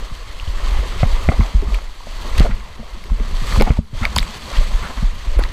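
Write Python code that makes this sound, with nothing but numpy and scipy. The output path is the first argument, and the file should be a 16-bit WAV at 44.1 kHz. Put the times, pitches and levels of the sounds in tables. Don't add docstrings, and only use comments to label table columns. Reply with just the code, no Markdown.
import sys
import numpy as np
from scipy import signal
from scipy.fft import rfft, irfft, next_fast_len
from scipy.io import wavfile
from scipy.ndimage import uniform_filter1d, map_coordinates

SR = 44100
rng = np.random.default_rng(int(sys.argv[2]) if len(sys.argv) > 2 else 0)


def unload_wav(signal):
    wavfile.write(
        sys.argv[1],
        SR,
        np.round(np.clip(np.atleast_2d(signal).T, -1, 1) * 32767).astype(np.int16),
    )


def voltage_ratio(level):
    return 10 ** (np.asarray(level, float) / 20)


N = 243431


def unit(x):
    return x / np.sqrt(np.mean(x ** 2) + 1e-20)


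def curves(rows):
    s, *cols = np.transpose(rows)
    return [np.interp(np.arange(N) / SR, s, c) for c in cols]


def wobble(rate):
    knots = rng.standard_normal(1200)
    return map_coordinates(knots, [np.arange(N) * rate / SR])


def coloured(x, spectrum):
    m = next_fast_len(N + 8192)
    hz, db = np.transpose(spectrum)
    gain = voltage_ratio(np.interp(np.log(np.fft.rfftfreq(m, 1 / SR) + 1), np.log(hz + 1), db))
    return unit(irfft(rfft(x, m) * gain, m)[:N])


def ring(t, hz, t60, attack):
    return np.sin(2 * np.pi * hz * t) * voltage_ratio(-60 * t / t60) * (1 - np.exp(-t / attack))


def add(track, s, sound):
    track[round(s * SR):][:len(sound)] += sound


def hush_db():
    t = np.arange(N) / SR
    covered_s, clear_s, edge_s = 3.79, 3.93, 0.015
    covers = 0.5 + 0.5 * np.tanh((t - covered_s) / edge_s)
    clears = 0.5 + 0.5 * np.tanh((t - clear_s) / edge_s)
    recovery_db = -5 * clears * np.exp(-np.abs((t - clear_s) / 0.06))
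    return -15 * (covers - clears) + recovery_db


# time in seconds, shaking in dB,
# roughness of the slide in dB.
POLE = [(0, -29.5, -17), (.45, -23.5, -28), (.74, -22.5, 8.5), (1.29, -17, -17), (1.45, -39, 7),
        (1.6, -13, -12), (1.94, -36.5, -13), (2.4, -12.5, 0.5), (2.6, -26, 1), (2.89, -32, 1.5),
        (3.35, -19, 1), (3.56, -18, 5), (3.8, -25, 8), (4.12, -20, 6.5), (4.42, -38.5, 11.5),
        (4.64, -17, 1), (4.88, -29.5, 6.5), (5.52, -22, 0)]
# frequency in Hz, level in dB per Hz.
SWAY = [(4.7, -6), (8.0, 7.5), (43, 4.5), (62, -3), (90, -9), (120, -16), (200, -120)]
# frequency in Hz, level in dB per Hz.
SHUDDER = [(32, -14.5), (55, -11.5), (100, -16), (124, -22), (167, -20.5), (221, -19), (262, -39),
           (320, -45), (420, -31.5), (700, -120)]


def pole():
    sway_db, rough_db = curves(POLE)
    sway_db = sway_db + 0.78 * hush_db()
    shudder_db = sway_db + rough_db - 15.5
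    sway = voltage_ratio(sway_db - 3.5 + 1.9 * wobble(35)) * coloured(rng.standard_normal(N), SWAY)
    shudder = voltage_ratio(shudder_db - 3.5 + 4.6 * wobble(21.98)) * coloured(rng.standard_normal(N), SHUDDER)
    return sway + shudder


# crest in seconds, peak in dB, cycle in ms, t60 in seconds.
SWINGS = [(0.642, -10, 29.3, 0.69), (.73, -7, 21.7, 0.31), (0.8, -9, 19.8, 0.25),
          (1.022, -10.5, 30.4, 0.37), (1.035, -4.5, 8.1, 0.031), (1.067, -6, 27.7, 0.37),
          (1.142, -2, 33.4, 0.21), (1.289, -1.5, 14.3, 0.069), (1.398, -2, 21.6, 0.23),
          (1.563, -1.5, 22.5, 0.17), (1.677, -11.5, 18.4, 0.46), (1.735, -8, 24.5, 0.31),
          (2.398, -2, 20.5, 0.027), (2.412, -2, 26, 0.16), (2.541, -7, 45, 0.11), (3.122, -4.5, 24.7, 0.19),
          (3.211, -7.5, 28, 0.14), (3.344, -10, 32, 0.35), (3.553, -5.5, 29, 0.14), (3.595, -2, 29, 0.11),
          (3.638, -2.5, 44, 0.11), (3.71, -2.5, 18.8, 0.072), (3.793, -5, 16.7, 0.022),
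          (4.22, -8.5, 31.5, 0.1), (4.594, -1.5, 34.7, 0.22), (4.758, -3, 34, 0.079),
          (5.05, -5, 29.3, 0.39), (5.284, -10, 25, 0.31), (5.381, -1.5, 24, 0.18), (5.45, -6, 38, 0.091)]
# crest in seconds, peak in dB, cycle in ms.
LURCHES = [(0.037, -16.5, 33), (0.23, -18.5, 43), (0.432, -16, 34), (0.502, -8, 30.3), (0.564, -13, 46),
           (0.684, -10, 34), (0.767, -4, 35), (0.909, -18, 37), (.97, -20, 13), (1.191, -13, 51),
           (1.272, -11.5, 71), (1.346, -11, 33), (1.626, -22, 29), (1.657, -14, 28), (1.712, -21, 29),
           (1.843, -21.5, 52), (1.884, -18.5, 63), (2.12, -22, 62), (2.254, -22, 31), (2.291, -17.5, 37),
           (2.344, -11.5, 64), (2.451, -9, 68), (2.488, -9, 30), (2.943, -19.5, 31), (3.156, -21, 73),
           (3.279, -14, 40), (3.497, -32, 100), (3.741, -17, 51), (3.771, -20, 43), (3.961, -16.5, 43),
           (4.017, -21, 13), (4.071, -12, 25), (4.122, -18.5, 24), (4.163, -13, 23), (4.543, -19, 35),
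           (4.627, -14, 40), (4.658, -31, 20), (4.716, -15, 73), (4.833, -24, 57), (4.978, -20, 26),
           (4.999, -12, 30), (5.135, -11.5, 36), (0.116, -24.5, 6.2), (2.0, -24.5, 46), (2.395, -5.5, 26),
           (3.418, -24, 7.2), (3.47, -30, 9.8), (3.514, -25, 9.3), (3.578, -10, 14), (5.03, -10.5, 8.3),
           (5.498, -24, 12), (0.136, -19.5, 30), (2.609, -21, 23), (3.9, -33, 30), (4.46, -26.5, 15),
           (5.326, -7.5, 46)]


def swings():
    lead = SR // 25
    out, t = np.zeros(N + SR), np.arange(-lead, SR // 3) / SR
    lurches = [(*row, 2.5 * row[2] / 1000) for row in LURCHES]
    for s, db, cycle_ms, t60 in SWINGS + lurches:
        turns = t / (cycle_ms / 1000) * (1 - 0.13 * np.tanh(t / 0.033))
        shape = np.where(t < 0, np.exp(-(1.83 * turns) ** 2), voltage_ratio(-60 * np.abs(t / t60)))
        add(out, s, voltage_ratio(db) * shape * np.cos(2 * np.pi * turns))
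    return out[lead:][:N]


# start in seconds, peak in dB, case ring in dB re peak,
# cycle in ms.
JOLTS = [(0.114, -28, -14, 7.3), (0.475, -17.5, -31, 13.6), (1.0305, -8, -25, 7.4), (1.288, -4, -8.5, 5.75),
         (1.393, -11, -2, 4.1), (1.402, -9.5, -34, 9.2), (1.549, -16.5, -7, 10.5), (1.626, -31, -22, 1.6),
         (1.683, -25, -8, 4.5), (2.068, -37.5, 4, 4.5), (2.396, -25, 5, 3.8), (2.404, -3.5, -23, 5.67),
         (2.493, -20.5, 3.5, 6.2), (2.791, -32, 11, 6.6), (3.117, -22.5, 2, 5.3), (3.204, -22.5, -3, 3.46),
         (3.418, -22.5, -13, 5.3), (3.523, -25, -10, 6.1), (3.573, -13, -23, 7.5), (3.604, -10, 1.5, 4.9),
         (3.623, -21, -6, 4), (3.703, -4, -13, 6.2), (3.788, -9.5, -8.5, 4.54), (3.931, -21.5, -7, 7.5),
         (4.013, -15, 1, 9.2), (4.168, -15.5, 0, 10.6), (4.197, -24, -14, 5.2), (4.583, -20, -8, 9.8),
         (5.031, -25, -0.5, 4.7), (5.391, -21, -18, 3.87)]


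def jolts():
    out, t = np.zeros(N + SR), np.arange(SR // 4) / SR
    case = ring(t, 222, t60=0.087, attack=0.014)
    for s, db, case_db, cycle_ms in JOLTS:
        t60 = (5.35 - 0.089 * db) * cycle_ms / 1000
        pitch = 1000 / cycle_ms * (0.5 + 0.5 * np.exp(-t / 0.013))
        snap = np.sin(2 * np.pi * np.cumsum(pitch) / SR) * voltage_ratio(-60 * t / t60) * (1 - np.exp(-t / 0.0048))
        add(out, s, -voltage_ratio(db + 12.5) * snap - voltage_ratio(db + case_db + 4.5) * case)
    return out[:N]


# start in seconds, peak in dB, main ring in Hz,
# upper ring in dB re peak.
RATTLES = [(1.317, -13.5, 650, -10), (1.329, -23, 640, -18), (1.445, -27, 710, -22), (1.623, -17, 335, -47),
           (2.447, -13, 610, -18), (2.463, -29, 1090, -4), (2.509, -23.5, 1430, 6), (3.521, -18, 1190, -5),
           (3.604, -8.5, 533, -13), (3.663, -18.5, 690, -18), (3.674, -14, 736, -12), (3.77, -23, 870, -10),
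           (4.034, -18, 880, 1), (4.039, -21, 1310, -25), (4.826, -22, 1300, -3), (5.409, -20, 870, -5),
           (5.45, -23, 1070, -9), (1.412, -21, 1250, -1), (2.41, -27, 1380, -6), (3.975, -34, 1460, -8),
           (4.023, -28, 1400, -11), (4.059, -27, 1500, 0), (4.535, -29, 1500, 4)]
# start in seconds, peak in dB, main ring in Hz,
# upper ring in dB re peak.
KNOCKS = [(0.1, -30, 1140, -12), (1.031, -5, 690, -8), (1.288, -1, 660, -2.5), (1.408, -14.5, 955, -2),
          (1.787, -23, 1200, -5), (2.005, -31, 1000, -26), (2.07, -25.5, 650, -20), (2.354, -35, 463, 4),
          (2.406, -7, 543, -7), (3.099, -25.5, 1000, -18), (3.199, -23, 474, -7), (3.561, -13.5, 1110, -24),
          (3.61, -1.5, 450, -40), (3.621, -6.5, 835, -4), (3.705, -9.5, 520, -11), (4.165, -7, 1020, -16),
          (5.391, -11, 536, -8)]


def rattles():
    out, t = np.zeros(N + SR), np.arange(SR // 8) / SR
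    soft = signal.butter(6, 2650, fs=SR, output="sos")
    middle = ring(t, 1250, t60=0.003, attack=0.0002)
    upper = ring(t, 2070, t60=0.0081, attack=0.00063)
    knocks = [(*row, 0.041 - 0.00036 * row[1], 12) for row in KNOCKS]
    loose = [(*row, 0.093, -1) for row in RATTLES]
    for s, db, hz, upper_db, t60, blow_db in knocks + loose:
        contacts = (rng.random(len(t)) < 0.03) * rng.standard_normal(len(t))
        chatter = contacts * voltage_ratio(-60 * t / t60)
        chatter[0] = voltage_ratio(blow_db)
        body = ring(t, hz, t60=0.012, attack=0.00031)
        body += voltage_ratio(upper_db + 4) * upper + voltage_ratio(upper_db / 2 + 6) * middle
        sound = signal.sosfilt(soft, signal.fftconvolve(chatter, body)[:len(t)])
        add(out, s, voltage_ratio(db + 0.5) * sound / np.abs(sound).max())
    return out[:N]


# start in seconds, peak in dB,
# ring in Hz, splat in dB re peak, top in dB re peak.
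DROPS = [(0.3978, -15, 2840, -17, -30), (0.475, -24, 3060, -13, -20), (0.708, -30, 2700, -0.5, -13),
         (1.7441, -14.5, 2360, -13, -12), (2.212, -29, 4230, -9, -6), (2.379, -16.5, 2540, -16, -2),
         (2.3972, -7, 1940, -3.5, -13), (3.0373, -29.5, 2100, -8, -9), (3.5998, -6, 2300, -26, -27),
         (3.6107, -8, 3630, -1, -18), (3.622, -10, 2400, -5, -2), (4.0524, 2, 2200, -17.5, -23),
         (4.163, -1.5, 4700, -14, -21), (4.172, -20, 3100, 0.5, -11), (4.1851, -1.5, 3650, -6.5, -18),
         (4.1928, -9, 4770, -14, -22), (4.2283, -8.5, 2200, -29, -22), (5.438, -11.5, 1980, -15.5, -16),
         (5.488, -33.5, 2960, -2, -20)]
# start in seconds, peak in dB, ring in Hz, top in dB re peak.
MIST_DROPS = [(4.0505, -26, 5600, -1), (4.152, -29, 13000, 1), (4.161, -9.5, 6900, -5),
              (4.166, -21, 8800, 1), (4.18, -15, 10400, 2), (4.1811, -12, 7850, -8), (4.199, -32, 11000, 9),
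              (4.223, -37, 12000, 3), (4.229, -21, 7960, -12), (5.387, -34, 11300, -3),
              (5.39, -30, 10000, -1), (5.395, -27, 10600, 1), (5.437, -15.5, 4020, -17)]


def drops():
    out, t = np.zeros(N + SR), np.arange(SR // 32) / SR
    middle = signal.butter(4, [1000, 5000], "bandpass", fs=SR, output="sos")
    top = signal.butter(3, [6000, 13800], "bandpass", fs=SR, output="sos")
    big = [(*row, abs(0.93 + 0.15 * row[1])) for row in DROPS]
    fine = [(s, db, hz, -9, top_db, 0.76) for s, db, hz, top_db in MIST_DROPS]
    for s, db, hz, splat_db, top_db, rise_ms in big + fine:
        a, b = rng.standard_normal((2, len(t)))
        splat = voltage_ratio(splat_db + 12.5) * signal.sosfilt(middle, a)
        crack = voltage_ratio(top_db) * signal.sosfilt(top, b)
        burst = np.sin(2 * np.pi * hz * t) + splat + crack
        u = 1000 * t / rise_ms
        tail = np.exp(rise_ms - 1000 * t)
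        shape = np.where(u < 1, (u * np.exp(1 - u)) ** 2, tail)
        add(out, s, voltage_ratio(db - 5.5) * shape * burst)
    return out[:N]


# top in seconds, level in dB rms, centre in Hz,
# spread in ms.
SPLASHES = [(0.761, -47, 1120, 42), (1.01, -32.5, 3100, 24), (1.749, -34, 2450, 8.8),
            (2.384, -24, 3100, 7.5), (2.432, -36, 3220, 12), (2.514, -36, 1930, 7.8),
            (2.88, -47.5, 594, 64), (3.551, -45, 1160, 33), (4.05, -30.5, 1700, 23), (4.171, -35, 876, 18),
            (3.674, -25.5, 1000, 14), (4.52, -35, 860, 14), (4.574, -33, 2970, 38), (4.98, -36, 1530, 10),
            (4.908, -30.5, 1000, 8.1), (2.42, -30.5, 1810, 13), (5.03, -37, 506, 12), (2.8, -44, 605, 29),
            (3.931, -45.5, 600, 7.9), (4.858, -29.5, 1480, 23), (5.02, -47, 4930, 39),
            (5.4, -28.5, 1110, 14)]


def splashes():
    lead = SR // 8
    out, t = np.zeros(N + SR), np.arange(-lead, lead) / SR
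    for s, db, hz, spread_ms in SPLASHES:
        droplets = (rng.random(len(t)) < 0.08) * rng.standard_normal(len(t))
        band = signal.butter(2, [hz / 2.08, hz * 1.36], "bandpass", fs=SR, output="sos")
        swell = np.exp(-(1000 * t / spread_ms) ** 2)
        add(out, s, voltage_ratio(db) * unit(signal.sosfilt(band, droplets)) * swell)
    return out[lead:][:N]


# middle in seconds, peak in dB, ring in Hz.
GLUGS = [(0.009, -36, 225), (0.025, -35, 480), (0.406, -41, 550), (0.536, -40, 360), (0.961, -29, 389),
         (1.007, -28, 570), (1.06, -24.5, 223), (1.101, -43, 300), (1.261, -30, 570), (1.547, -24, 186),
         (1.705, -29.5, 213), (1.733, -31, 376), (1.734, -42, 530), (1.819, -36, 554), (2.116, -37, 650),
         (2.506, -21.5, 192), (2.821, -43, 227), (2.831, -30.5, 614), (2.95, -37, 330), (2.975, -36.5, 217),
         (3.059, -39, 357), (3.256, -32, 223), (3.531, -30, 185), (3.592, -15, 220), (3.677, -25, 240),
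         (3.789, -23.5, 560), (3.95, -34, 580), (4.064, -25, 600), (4.168, -23.5, 195), (4.296, -30, 206),
         (4.436, -39, 233), (4.516, -25.5, 643), (4.606, -32, 218), (4.612, -24.5, 567), (4.66, -34, 590),
         (4.729, -30, 200), (4.85, -32, 202), (4.9, -32, 232), (4.979, -31, 239), (5.273, -36, 212),
         (5.369, -32, 330), (5.419, -29, 320), (5.51, -38, 258)]
# middle in seconds, peak in dB, ring in Hz.
PLOPS = [(0.111, -39, 2060), (0.127, -35, 1140), (0.564, -48, 760), (0.673, -26, 1110), (0.749, -29.5, 806),
         (0.772, -30, 785), (0.923, -26, 1280), (0.946, -31, 1210), (1.318, -21, 1160), (1.354, -34, 1030),
         (1.675, -31, 1160), (1.702, -29.5, 1160), (1.875, -34, 2040), (2.034, -41, 765),
         (2.038, -34, 1070), (2.296, -26.5, 1130), (2.354, -26, 2330), (2.356, -36, 980),
         (2.393, -22, 1980), (2.418, -25, 754), (2.465, -23.5, 960), (3.271, -34, 1230),
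         (3.345, -29.5, 1020), (3.441, -24.5, 1160), (3.478, -25, 1170), (3.525, -20, 1800),
         (3.548, -20, 1170), (3.567, -28, 1040), (3.694, -27, 2900), (4.036, -24, 760), (4.054, -24, 1100),
         (4.031, -20, 1960), (4.0348, -20, 1290), (4.1862, -18, 2170), (4.039, -29, 2200),
         (4.076, -33, 1180), (4.109, -32, 1740), (4.205, -22, 3940), (4.546, -28, 1170), (4.57, -19, 3100),
         (4.842, -25, 1344), (4.859, -31, 1360), (4.896, -34, 780), (4.978, -33, 980), (4.988, -29, 2050),
         (5.045, -32, 3950), (5.209, -38, 1180), (5.454, -27, 1990)]


def bubbles():
    lead = SR // 25
    out, t = np.zeros(N + SR), np.arange(-lead, lead) / SR
    for rows, cycles in ((GLUGS, 2.7), (PLOPS, 4.3)):
        for s, db, hz in rows:
            u = t * hz / cycles
            shape = np.exp(-np.where(u < 0, 3.0, 1.5) * u ** 2)
            tone = np.sin(2 * np.pi * cycles * u * (1 + 0.097 * u / 2))
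            add(out, s, voltage_ratio(db) * shape * tone)
    return out[lead:][:N]


def foam(patchy_db, share, spike_db):
    z = signal.stft(rng.standard_normal(N), nperseg=512)[2]
    field = uniform_filter1d(rng.standard_normal(z.shape), 6, 0)
    field = uniform_filter1d(field, 8, 1)
    smooth = signal.istft(z * voltage_ratio(patchy_db * unit(field)), nperseg=512)[1][:N]
    size_db = np.minimum(spike_db * rng.exponential(size=N), 16)
    bursts = (rng.random(N) < 0.03) * rng.standard_normal(N) * voltage_ratio(size_db)
    return unit(smooth) + share * unit(bursts)


# time in seconds, flow in dB,
# froth in dB (white water against heavy water).
FLOW = [(0, -39, -2.5), (.16, -46.5, 0.5), (.41, -41, -0.5), (.62, -38.5, -1), (.89, -34.5, -1.5),
        (1.4, -34, -3), (1.64, -40.5, -2), (1.83, -44.5, 0.5), (2.04, -48, 3), (2.26, -38.5, 1.5),
        (2.56, -42, -4.5), (2.8, -47.5, -2), (3.2, -42, -2), (3.5, -35, 4), (3.76, -41, -2.5),
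        (4.2, -38.5, 0.5), (4.65, -38.5, 1.5), (5.52, -45, -2)]
# crest in seconds, rise in dB, spread in ms.
WAVES = [(.15, 5, 32), (.5, 0.5, 35), (.9, -0.5, 81), (1.748, 4.5, 61), (2.12, 1, 31), (2.4, 8.5, 44),
         (2.47, 4.5, 36), (2.92, 3, 66), (3.57, 4.5, 37), (4.02, 4, 60), (4.52, 1.5, 52), (4.9, 1.5, 110),
         (5.0, 2.5, 44), (5.45, 3.5, 120), (1.135, 1, 20), (1.2, -1.5, 35), (1.93, -1.5, 35),
         (2.698, -0.5, 35), (3.645, 1, 13), (4.31, -2.5, 46), (4.68, -2.5, 31), (4.77, 1, 35),
         (5.14, -3, 43)]


def rushing_db():
    t = np.arange(N) / SR
    waves_db = sum(db * np.exp(-(1000 * (t - s) / ms) ** 2) for s, db, ms in WAVES)
    return curves(FLOW)[0] + hush_db() + waves_db


# frequency in Hz, level in dB per Hz.
GURGLE = [(150, -5), (260, -4), (381, -3.5), (461, -3), (606, -2), (800, -15), (1040, -4), (1760, -120)]
RUSH = [(410, -33), (700, -5), (760, -7), (1100, 1.5), (1260, -2), (1480, -9.5), (2040, -3.5), (2300, -9),
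        (3200, -9), (4160, -19.5), (7040, -120)]
SPRAY = [(1710, -5), (2900, -6.5), (3230, -2), (3490, -4), (3900, -4), (4450, -1.5), (5160, -10.5),
         (6480, -9.5), (7040, -13), (8170, -11.5), (8800, -24), (11400, -47), (19400, -120)]
MIST = [(4880, -51), (8300, -9), (8710, 1), (9760, -1), (10600, 1.5), (12100, -4.5), (13100, -1),
        (14800, -8), (15350, -12), (15650, -45)]


def water():
    rush_db, froth_db = rushing_db(), curves(FLOW)[1]
    gurgle_db = rush_db - 4 + 0.14 * (rush_db + 40) - 0.062 * froth_db
    gurgle_db += 0.11 * (curves(POLE)[0] + 31.5)
    spray_db = rush_db - 0.57 + froth_db
    mist_db = spray_db - 17.5 + 0.2 * (spray_db + 40)

    surge = 1.59 * wobble(9) + 0.35 * wobble(40)
    gurgle = voltage_ratio(gurgle_db + surge + 1.1 * wobble(25.01))
    gurgle *= coloured(foam(patchy_db=3.5, share=0.65, spike_db=3.0), GURGLE)
    rush = voltage_ratio(rush_db + surge + 0.3 * wobble(20))
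    rush *= coloured(foam(patchy_db=2.0, share=0.48, spike_db=2.5), RUSH)
    surge_top = 0.71 * surge + 1.23 * wobble(70)
    spray = voltage_ratio(spray_db + surge_top) + voltage_ratio(-62.5)
    spray *= coloured(foam(patchy_db=1.0, share=0.5, spike_db=6.0), SPRAY)
    mist = voltage_ratio(mist_db + surge_top) + voltage_ratio(-70.5)
    mist *= coloured(foam(patchy_db=0.0, share=0.63, spike_db=3.0), MIST)
    return gurgle + rush + spray + mist


def scene():
    wet = water() + splashes() + drops()
    handling = pole() + swings() + jolts() + rattles()
    return (wet + handling + bubbles())[None]


def band_limit(x):
    return signal.sosfilt(signal.butter(12, 15950, fs=SR, output="sos"), x)


def record(dry):
    top, knee = 0.95, 5
    limited = dry / (1 + np.abs(dry / top) ** knee) ** (1 / knee)
    edge = signal.ellip(8, 0.1, 60, 15850, fs=SR, output="sos")
    mix = signal.sosfilt(edge, limited - limited.mean())
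    return band_limit(mix)


dry = scene()
out = record(dry)
unload_wav(out)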